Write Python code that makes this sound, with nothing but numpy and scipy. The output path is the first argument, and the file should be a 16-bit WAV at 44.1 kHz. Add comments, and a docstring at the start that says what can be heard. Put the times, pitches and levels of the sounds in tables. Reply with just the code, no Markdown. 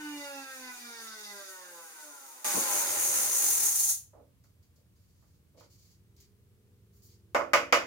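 """A table router, switched off, coasts to a stop in a small workshop: its whine sinks, a loose part rattles
and the carbon brushes hiss, all driven by one slowing shaft. Midway the volume is turned up and the router
is heard much louder; the sound of a distant piston machine comes in, low tones at multiples of its stroke
rate, and dull bumps follow. The rotor stands; hands shift a piece of wood: soft knocks, grainy noise, ticks.
Near the end come three hard raps of wood on the table, the first with a weaker rebound: cracks and ringing."""
import sys
import numpy as np
from scipy import signal
from scipy.fft import rfft, irfft, next_fast_len
from scipy.io import wavfile
from scipy.ndimage import map_coordinates

SR = 44100
rng = np.random.default_rng(int(sys.argv[2]) if len(sys.argv) > 2 else 0)


def waveform_to_disk(signal):
    """Save audio, clipped to [-1, 1], as 16-bit WAV at the path in sys.argv[1]."""
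    frames = np.transpose(np.atleast_2d(signal))
    scaled = np.clip(frames, -1, 1) * 32767
    samples = np.round(scaled).astype(np.int16)
    wavfile.write(sys.argv[1], SR, samples)


N = 346626
TIME = np.arange(N) / SR

# The space. Likeness of left and right: (frequency [Hz], likeness [0 to 1])
LEFT_RIGHT_LIKENESS = [(60, .92), (250, 0.53), (1000, 0.32), (2500, 0.19), (8000, 0.042)]
# how long the workshop rings: (frequency [Hz], time to fall 60 dB [s])
ROOM_RING = [(100, 0.31), (250, 0.42), (500, .34), (1000, 0.29), (3000, 0.29), (12000, 0.24)]
# colour of the quiet background air: (frequency [Hz], relative level per Hz [dB])
AIR_COLOUR = [(350, -32), (600, -3), (634, -12), (996, -5), (1210, -5.5), (1440, -6.5), (5900, -10.5),
              (15800, -9.5)]
TOP_HZ = 15850  # nothing is left above this

# Distant piston machine: (time [s], strokes per second [Hz])
PUMP_RATE = [(3, 22), (3.8, 15.6), (4.3, 22), (5, 19.3), (5.5, 20.1), (6, 20.4), (6.6, 23), (7.9, 19)]
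# its low thud: (multiple of the stroke rate, relative level [dB])
THUD_TONES = [(3, -5.5), (4, 1.5), (5, 0), (6, -10), (7, -15.5)]
# its higher tones: (multiple of the stroke rate, relative level [dB])
PUMP_OVERTONES = [(8, -10), (9, 0), (10, -7.5), (13, -18), (16, -5.5), (18, -6.5), (19, -8.5), (20, -13.5),
                  (22, -14.5)]
# colour of its drone, also used for the fan's draught: (frequency [Hz], relative level per Hz [dB])
DRONE_COLOUR = [(15, -48), (25, -24.5), (102, -4), (259, -21.5), (297, -21.5), (361, -30), (472, -23),
                (509, -28), (565, -32), (900, -40.5), (1170, -65.5), (1980, -120)]
PUMP_COME_IN_S = 0.22  # time constant with which its sound comes in
THUD_DB, THUD_DB_PER_S = -73, 1.92  # level when the volume is turned up, steady rise after that
OVERTONE_DB, OVERTONE_DB_PER_S = -92, 5
DRONE_DB = -65

# Dull bumps: (time [s], level [dB], centre frequency [Hz])
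DULL_BUMPS = [(2.538, -46.5, 200), (2.564, -41, 227), (2.57, -40, 434), (2.611, -51, 300)]
# Wood sliding under the hand: (start [s], length [s], level [dB], tilt [dB per octave])
SLIDES = [(4.433, .06, -77, 1), (4.62, 0.037, -80, -9), (4.75, 0.043, -79, -1), (4.946, 0.42, -76.5, -0.5),
          (5.565, 0.079, -65, -7.5), (5.693, .14, -65.5, -1.5), (5.84, .1, -67.5, -2),
          (6.171, 0.064, -68, -8), (6.925, .07, -67, 3.5), (7.021, 0.048, -58.5, 4),
          (7.076, 0.077, -67.5, -3)]
# small dry ticks of fingers on wood: (time [s], relative level [dB])
FINGER_TICKS = [(4.4383, -62), (4.628, -64.5), (4.7594, -65), (5.5977, -56.5), (5.9354, -73), (6.1645, -60),
                (6.2022, -52.5), (7.0209, -60)]
# colour of slides and ticks: (frequency [Hz], relative level per Hz [dB])
SCUFF_COLOUR = [(1060, -42), (1800, -24), (2300, -14), (2610, -21), (3160, -11.5), (3530, -14), (4720, -1),
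                (5120, -5), (7300, -3), (8670, -19), (9410, -7.5), (10500, -15), (14600, -5.5), (15800, -8)]
SLIDE_ATTACK_S, SLIDE_RELEASE_S = 0.014, 0.031  # linear rise, time constant of the fall

# Wood on the table: (time [s], level [dB], brightness corner [Hz], left over right [dB])
WOOD_KNOCKS = [(4.133, -60.5, 697, -3), (4.157, -59.5, 520, -5), (4.195, -61.5, 500, -3),
               (4.44, -76, 2000, -2), (4.775, -77, 500, -1), (5.225, -78.5, 1300, -12),
               (5.546, -68, 500, -3), (5.575, -60.5, 450, -4), (5.605, -63, 1290, -7),
               (7.347, -24.5, 1450, -2.5), (7.399, -35, 1110, -7), (7.534, -19.5, 3110, -2),
               (7.7249, -19.5, 4970, -3)]
# ringing tones of the wood: (frequency [Hz], relative level [dB], time to fall 60 dB [s])
WOOD_TONES = [(272, -21.5, 0.97), (333, -19, 0.57), (435.4, -13, 0.15), (480.5, -8, 0.34), (564, -8, 0.22),
              (585, 1, 0.26), (677, -0.5, 0.24), (828, -3.5, 0.2), (917, 2, 0.14), (1011, 6.5, 0.081),
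              (1213, 9.5, 0.079), (1356, -34, 0.13), (1474, 1, 0.19), (1770, -10, 0.3), (2016, -9, 0.24),
              (2164, 3, 0.18), (2474, -16.5, 0.48), (2910, -5.5, 0.2)]
# colour of the crack: (frequency [Hz], relative level per Hz [dB])
CRACK_COLOUR = [(100, -34.5), (250, -20), (420, -16), (560, -2.5), (740, -12.5), (1250, -4), (1650, -11.5),
                (2100, -5.5), (2950, -13.5), (3500, -19.5), (4250, -24), (4650, -15.5), (6200, -17),
                (7300, -19), (8000, -29), (15800, -31.5)]

# Router whine, shaft harmonics and ball bearings between them: (multiple of the speed, relative level [dB])
WHINE_TONES = [(3, 0), (3.4, -15), (4, -4), (5, -1.5), (6, 1.5), (7, 2), (8, 1), (9, -3), (9.78, 4.5),
               (10, -3), (11, -7.5), (12, -7), (13, -4), (15, -5), (16, -4)]
# colour the motor housing gives the whine: (frequency [Hz], gain [dB])
HOUSING_COLOUR = [(100, -28), (450, -8), (560, 12), (660, -7), (800, 3.5), (910, 3.5), (1020, 2.5),
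                  (1150, -1), (1380, 2), (1520, 5.5), (1780, -2), (2030, 1), (2230, -9), (2380, -1.5),
                  (2550, -3), (2900, -2), (3100, -9), (5000, -5)]
# colour of the brush hiss: (frequency [Hz], relative level per Hz [dB])
BRUSH_COLOUR = [(700, -38.5), (820, -12), (930, -34), (1400, -23.5), (2500, -22), (3400, -19.5),
                (4200, -13.5), (5300, -10), (6100, 1), (6600, 4.5), (7300, 0), (7800, -5.5), (9000, 0),
                (11000, -0.5), (12200, -5), (14700, -2), (15800, -7)]
# colour of the bearing rumble: (frequency [Hz], relative level per Hz [dB])
BEARING_COLOUR = [(90, -51.5), (150, -21), (360, -3), (540, -7), (660, -13), (815, 4), (890, -17.5),
                  (1000, 2.5), (1110, -7), (1370, 0), (1550, -4.5), (1950, -2), (2600, -5), (3300, -10.5),
                  (5000, -10.5), (6500, -29), (11000, -91.5)]
# colour of the rattle: (frequency [Hz], relative level per Hz [dB])
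RATTLE_COLOUR = [(2500, -30), (3300, -10), (3650, 4.5), (4100, -7.5), (4500, 1.5), (6200, -1), (6900, -8.5),
                 (7700, -27.5)]
# strength of the rattle: (speed [turns per s], relative level [dB])
RATTLE_BY_SPEED = [(60, -67.5), (125, -60), (185, -56), (212, -48.5), (255, -54), (277, -52), (303, -56)]
# resonances of the router table: (frequency [Hz], half width [Hz], relative level [dB])
TABLE_RESONANCES = [(175, 9, -69), (205, 6, -56.5), (222, 6, -56), (238, 4, -51.5), (254, 5.5, -51),
                    (273.5, 4, -48.5), (295, 7.5, -40.5), (350, 16, -46.5), (380, 7, -44.5),
                    (401, 7, -41.5), (425, 7, -45.5), (458, 16, -47.5), (520, 16, -48), (562, 14, -39.5)]

START_HZ = 303.3  # shaft speed at the start, turns per second
# even braking by dry friction; share of the speed that air drag takes each second
FRICTION_HZ_PER_S, DRAG_PER_S = 70.3, .0197
STOP_S, STOP_DB_PER_S = 3.914, 596.5  # the brushes grip: the rotor's last sounds fall from here
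VOLUME_UP_AT_S, VOLUME_UP_DB = 2.445, 20  # router levels below are as heard before the volume is turned up
HUM_DB, SECOND_ORDER_DB = -0.5, -6.5  # over the table's levels; twice-a-turn shake against once-a-turn
RUMBLE_DB, RUMBLE_KNEE_HZ, RUMBLE_FAST_DB = -60.5, 45, 6  # base, fades below the knee, extra at full speed
BRUSH_DB, DRAG_IN_DB = -51.5, 4.5  # base level, extra hiss on a slow commutator
DRAG_IN_HZ, DRAG_IN_WIDTH_HZ = 82, 17  # speed around which that extra hiss comes in
WHINE_DB, WHINE_POWER = -45, 2.05  # level at full speed; amplitude goes as speed to this power
WALL_S, WALL_SHARE = .0119, .35  # delay and strength of the whine's echo from a wall


def amp(db):
    """Turn decibels into an amplitude factor."""
    return 10 ** (np.asarray(db) / 20)


def unit(x):
    """Scale to an average (rms) strength of 1."""
    return x / np.sqrt(np.mean(x ** 2) + 1e-20)


def along(points, hz):
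    """Read a table of (frequency, value) points on a log frequency axis."""
    f, v = np.transpose(points)
    return np.interp(np.log(hz + 1), np.log(f + 1), v)


def wobble(rate):
    """A smooth random curve with this many random points a second."""
    points = rng.standard_normal(int(N * rate / SR) + 4)
    return map_coordinates(points, [np.arange(N) * rate / SR])


def filtered(x, response):
    """Reshape a sound by a response that depends on frequency."""
    n = x.shape[-1]
    m = next_fast_len(n + 8192)
    return irfft(rfft(x, m) * response(np.fft.rfftfreq(m, 1 / SR)), m)[..., :n]


def causal(x, gain, size=4096):
    """Filter with minimum phase, so that no sound comes early and attacks stay sharp."""
    log_gain = np.log(np.maximum(gain(np.fft.rfftfreq(size, 1 / SR)), 1e-6))
    fold = np.r_[1, np.full(size // 2 - 1, 2), 1, np.zeros(size // 2 - 1)]
    impulse = irfft(np.exp(rfft(irfft(log_gain) * fold)))
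    return signal.fftconvolve(x, impulse[None], axes=1)[:, :x.shape[1]]


def diffuse(n):
    """Stereo noise: alike in the bass, nearly unrelated in the treble, reaching the left side first."""
    def mid_side_gain(hz):
        turn = np.arccos(np.clip(along(LEFT_RIGHT_LIKENESS, hz), -1, 1)) / 2
        return np.array([np.cos(turn), np.sin(turn)])
    mid, side = filtered(rng.standard_normal((2, n)), mid_side_gain)
    return np.array([mid + side, np.roll(mid - side, 7)])


def rush(colour):
    """Steady coloured stereo noise of rms 1."""
    return unit(filtered(diffuse(N), lambda hz: amp(along(colour, hz))))


def pan(db):
    """Left and right gains that differ by this many dB."""
    return amp([[db / 2], [-db / 2]])


def add(track, s, sound):
    """Mix a sound in at time s."""
    part = track[:, round(s * SR):][:, :sound.shape[1]]
    part += sound[:, :part.shape[1]]


def room(wet_db, echo_db):
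    """Direct path, dull echoes from bench and ceiling, and a fresh spread-out tail; energy 1."""
    hz, t, z = signal.stft(diffuse(SR // 2), SR, nperseg=256)
    fading = z * amp(-60 * t / along(ROOM_RING, hz)[:, None])
    tail = signal.istft(fading, SR, nperseg=256)[1][:, :SR // 2]
    h = amp(wet_db) * tail / np.linalg.norm(tail[0])
    h[0, 0] += 1
    h[1, 7] += 1  # the right side hears it 7 samples later
    dull = np.hanning(9)[None] / 2
    add(h, .0045, amp(echo_db) * dull)
    add(h, .0195, amp(echo_db - 4) * dull)
    return h / np.sqrt(np.sum(h ** 2) / 2)


def in_room(x, wet_db):
    """A running sound as it arrives through the workshop."""
    return signal.fftconvolve(np.atleast_2d(x), room(wet_db, echo_db=-13.5), axes=1)[:, :N]


def air():
    """The quiet, steady noise of the background air."""
    return amp(-74.5) * rush(AIR_COLOUR)


def pump():
    """Distant piston machine: tones locked to the strokes over a drone; thud and overtones get steadily louder."""
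    rate = np.interp(TIME, *np.transpose(PUMP_RATE))
    angle = 2 * np.pi * np.cumsum(rate) / SR
    age = np.maximum(TIME - VOLUME_UP_AT_S, 0)
    thud = unit(sum(amp(db) * np.sin(k * angle) for k, db in THUD_TONES))
    # the level sways over two strokes, and also at random
    thud = thud * amp(1.06 * np.sin(angle / 2) + wobble(11))
    ring = np.zeros(N)
    for k, db in PUMP_OVERTONES:
        level = amp(db + 2.5 * wobble(8))
        ring += level * np.sin(k * angle + rng.normal(0, 1) + .07 * k * wobble(21))
    sound = amp(THUD_DB + THUD_DB_PER_S * age) * thud
    sound = sound + amp(OVERTONE_DB + OVERTONE_DB_PER_S * age) * unit(ring)
    sound = sound + amp(DRONE_DB) * rush(DRONE_COLOUR)
    return sound * (1 - np.exp(-age / PUMP_COME_IN_S)) * pan(-.8)


def bumps(t60=0.15):
    """Soft heavy contacts: only a short low boom of fading noise."""
    out, t = np.zeros((2, N)), np.arange(SR // 2) / SR
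    for s, db, centre_hz in DULL_BUMPS:
        burst = diffuse(len(t)) * amp(-60 * t / t60)
        boom = causal(burst, lambda hz: 1 / (1 + 3 * np.log((hz + 1) / centre_hz) ** 2) ** 2)
        add(out, s, amp(db) * boom / np.std(boom[:, :SR // 20]))
    return out


def handling(pivot_hz=6000):
    """Wood under the fingers: slides are shaped noise, ticks are single clicks in the room."""
    out, t = np.zeros((2, N)), np.arange(SR) / SR
    for s, length, db, tilt_db in SLIDES:
        def colour(hz):
            octaves = np.log2(np.maximum(hz, SCUFF_COLOUR[0][0]) / pivot_hz)
            return amp(along(SCUFF_COLOUR, hz) + tilt_db * octaves)
        scuff = unit(filtered(diffuse(SR), colour))
        press = np.minimum(t / SLIDE_ATTACK_S, 1) * np.exp(-np.maximum(t - length, 0) / SLIDE_RELEASE_S)
        grain = amp(db + 1.3 * wobble(60)[:SR])
        add(out, s, grain * press * scuff)
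    for s, db in FINGER_TICKS:
        tick = causal(room(wet_db=15, echo_db=-3.5), lambda hz: amp(along(SCUFF_COLOUR, hz)))
        add(out, s, amp(db - 10.0) * tick / np.std(tick[:, :SR // 20]))
    return out


def knocks():
    """A crack and the wood's ring; a softer contact loses the treble."""
    out, t = np.zeros((2, N)), np.arange(SR // 2) / SR
    for s, db, bright_hz, side_db in WOOD_KNOCKS:
        crack = causal(room(wet_db=13, echo_db=-1.5), lambda hz: amp(along(CRACK_COLOUR, hz)))
        ring = np.zeros((2, len(t)))
        for hz, level, t60 in WOOD_TONES:
            fade = amp(level + rng.normal(0, 0.66) - 60 * t / t60)
            phase = rng.uniform(0, 2 * np.pi) + rng.normal(0, 0.35, (2, 1))  # differs a little left and right
            ring += fade * np.sin(2 * np.pi * hz * t + phase)
        blow = unit(crack) + amp(-6.5) * unit(ring * (1 - np.exp(-t / 0.011)))
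        # only a firm blow keeps a sharp edge above the brightness corner
        edge = amp(-12 + 2.07 * (db + 24.5))
        blow = causal(blow, lambda hz: np.sqrt(edge ** 2 + 1 / (1 + (hz / bright_hz) ** 6)))
        strength = np.std(blow[:, :SR // 20], axis=1, keepdims=True)
        add(out, s, amp(db) * pan(side_db) * blow / strength)
    return out


def shaft_speed():
    """Turns per second: dry friction brakes evenly, air drag a little more while the rotor is fast."""
    offset = FRICTION_HZ_PER_S / DRAG_PER_S
    speed = (START_HZ + offset) * np.exp(-DRAG_PER_S * TIME) - offset
    return np.maximum(speed, 1)  # kept above zero for the formulas that divide by it


def turning():
    """Gain that shuts off the rotor's sounds as it comes to rest."""
    return amp(-STOP_DB_PER_S * np.clip(TIME - STOP_S, 0, .5))


def draught(speed):
    """The cooling fan's low draught fades steeply with the speed."""
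    return amp(-76.0) * (speed / START_HZ) ** 7 * rush(DRONE_COLOUR)


def hum(speed, angle):
    """Unbalance shakes the table once and twice a turn; it swells and dips on its way through the resonances."""
    def table(f):
        return sum(amp(db) / (1 + ((f - hz) / width) ** 4) for hz, width, db in TABLE_RESONANCES)
    fast = speed / START_HZ
    once = table(speed) * np.sin(angle)
    twice = amp(SECOND_ORDER_DB) * np.sqrt(fast) * table(2 * speed) * np.sin(2 * angle)
    return np.sqrt(2) * amp(HUM_DB) * fast ** 2 * (once + twice) * pan(-2.1)


def bearings(speed, angle):
    """Rolling rumble, made grainy by balls that bump over a flaw 3.4 times a turn on average."""
    passes = np.diff(np.floor(3.4 * angle / (2 * np.pi) + .15 * wobble(200)), prepend=0)
    clicks = in_room(passes * amp(5 * wobble(300)), wet_db=6)
    grain = causal(clicks, lambda hz: amp(along(BEARING_COLOUR, hz)))
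    grain = grain / np.std(grain[:, 2 * SR:3 * SR])
    # the bumps stand out once the shaft is slow; at speed only the rush is left
    fast = speed / START_HZ
    rolling = .9 * rush(BEARING_COLOUR) + .95 * (1 - fast) ** 2 * grain
    level = amp(RUMBLE_DB + RUMBLE_FAST_DB * fast ** 2) / np.sqrt(1 + (RUMBLE_KNEE_HZ / speed) ** 4)
    sway = amp(1.5 * np.sin(angle) + .8 * wobble(12))
    return level * turning() * sway * rolling * pan(-1.5)


def brushes(speed, angle):
    """Hiss of the brushes, which press harder once a turn and drag more on a slow commutator."""
    slow = .5 + .5 * np.tanh((DRAG_IN_HZ - speed) / DRAG_IN_WIDTH_HZ)
    level = amp(BRUSH_DB + DRAG_IN_DB * slow + 4.6 * np.sin(angle) + 1.3 * wobble(20))
    return in_room(level * rush(BRUSH_COLOUR) * turning(), wet_db=9.0) * pan(1.0)


def rattle(speed, angle):
    """A loose part strikes once a turn, nearly alike each time, with a strength set by the speed."""
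    turns = (angle + .02 * wobble(150)) / (2 * np.pi)
    strikes = np.diff(np.floor(turns), prepend=0) * amp(2.2 * wobble(120) + 1.2 * wobble(18))
    ring = filtered(strikes, lambda hz: amp(along(RATTLE_COLOUR, hz)))
    level = amp(np.interp(speed, *np.transpose(RATTLE_BY_SPEED)))
    clatter = level * ring / np.std(ring[:2 * SR])
    return in_room(clatter * turning(), wet_db=4.5) * pan(.5)


def whine(speed, angle):
    """Tones at multiples of the speed, blurred by play in the bearings, beat with their echo from a wall."""
    shaky = angle + .018 * wobble(70)
    tone = np.zeros(N)
    for k, db in WHINE_TONES:
        level = amp(db + 2.2 * wobble(12) + 1.8 * wobble(45))
        tone += level * np.sin(k * shaky + rng.uniform(0, 2 * np.pi))

    def housing_and_wall(hz):
        return amp(along(HOUSING_COLOUR, hz)) * (1 + WALL_SHARE * np.exp(-2j * np.pi * hz * WALL_S))
    tone = filtered(tone, housing_and_wall)
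    level = amp(WHINE_DB) * (speed / START_HZ) ** WHINE_POWER * turning()
    return in_room(level * tone / np.std(tone[:2 * SR]), wet_db=1.5) * pan(-1.8)


def router():
    """Every part follows the one shaft as it coasts to rest; midway the volume is turned up."""
    speed = shaft_speed()
    angle = 2 * np.pi * np.cumsum(speed) / SR
    sound = draught(speed) + hum(speed, angle) + bearings(speed, angle)
    sound = sound + brushes(speed, angle) + rattle(speed, angle) + whine(speed, angle)
    return sound * amp(VOLUME_UP_DB * (TIME >= VOLUME_UP_AT_S))


def scene():
    """All layers, from the background to the router."""
    return air() + pump() + bumps() + handling() + knocks() + router()


def record(dry):
    """A steep cut removes what lies above the band limit."""
    return filtered(dry, lambda hz: 1 / np.sqrt(1 + (hz / TOP_HZ) ** 300))


dry = scene()
out = record(dry)
waveform_to_disk(out)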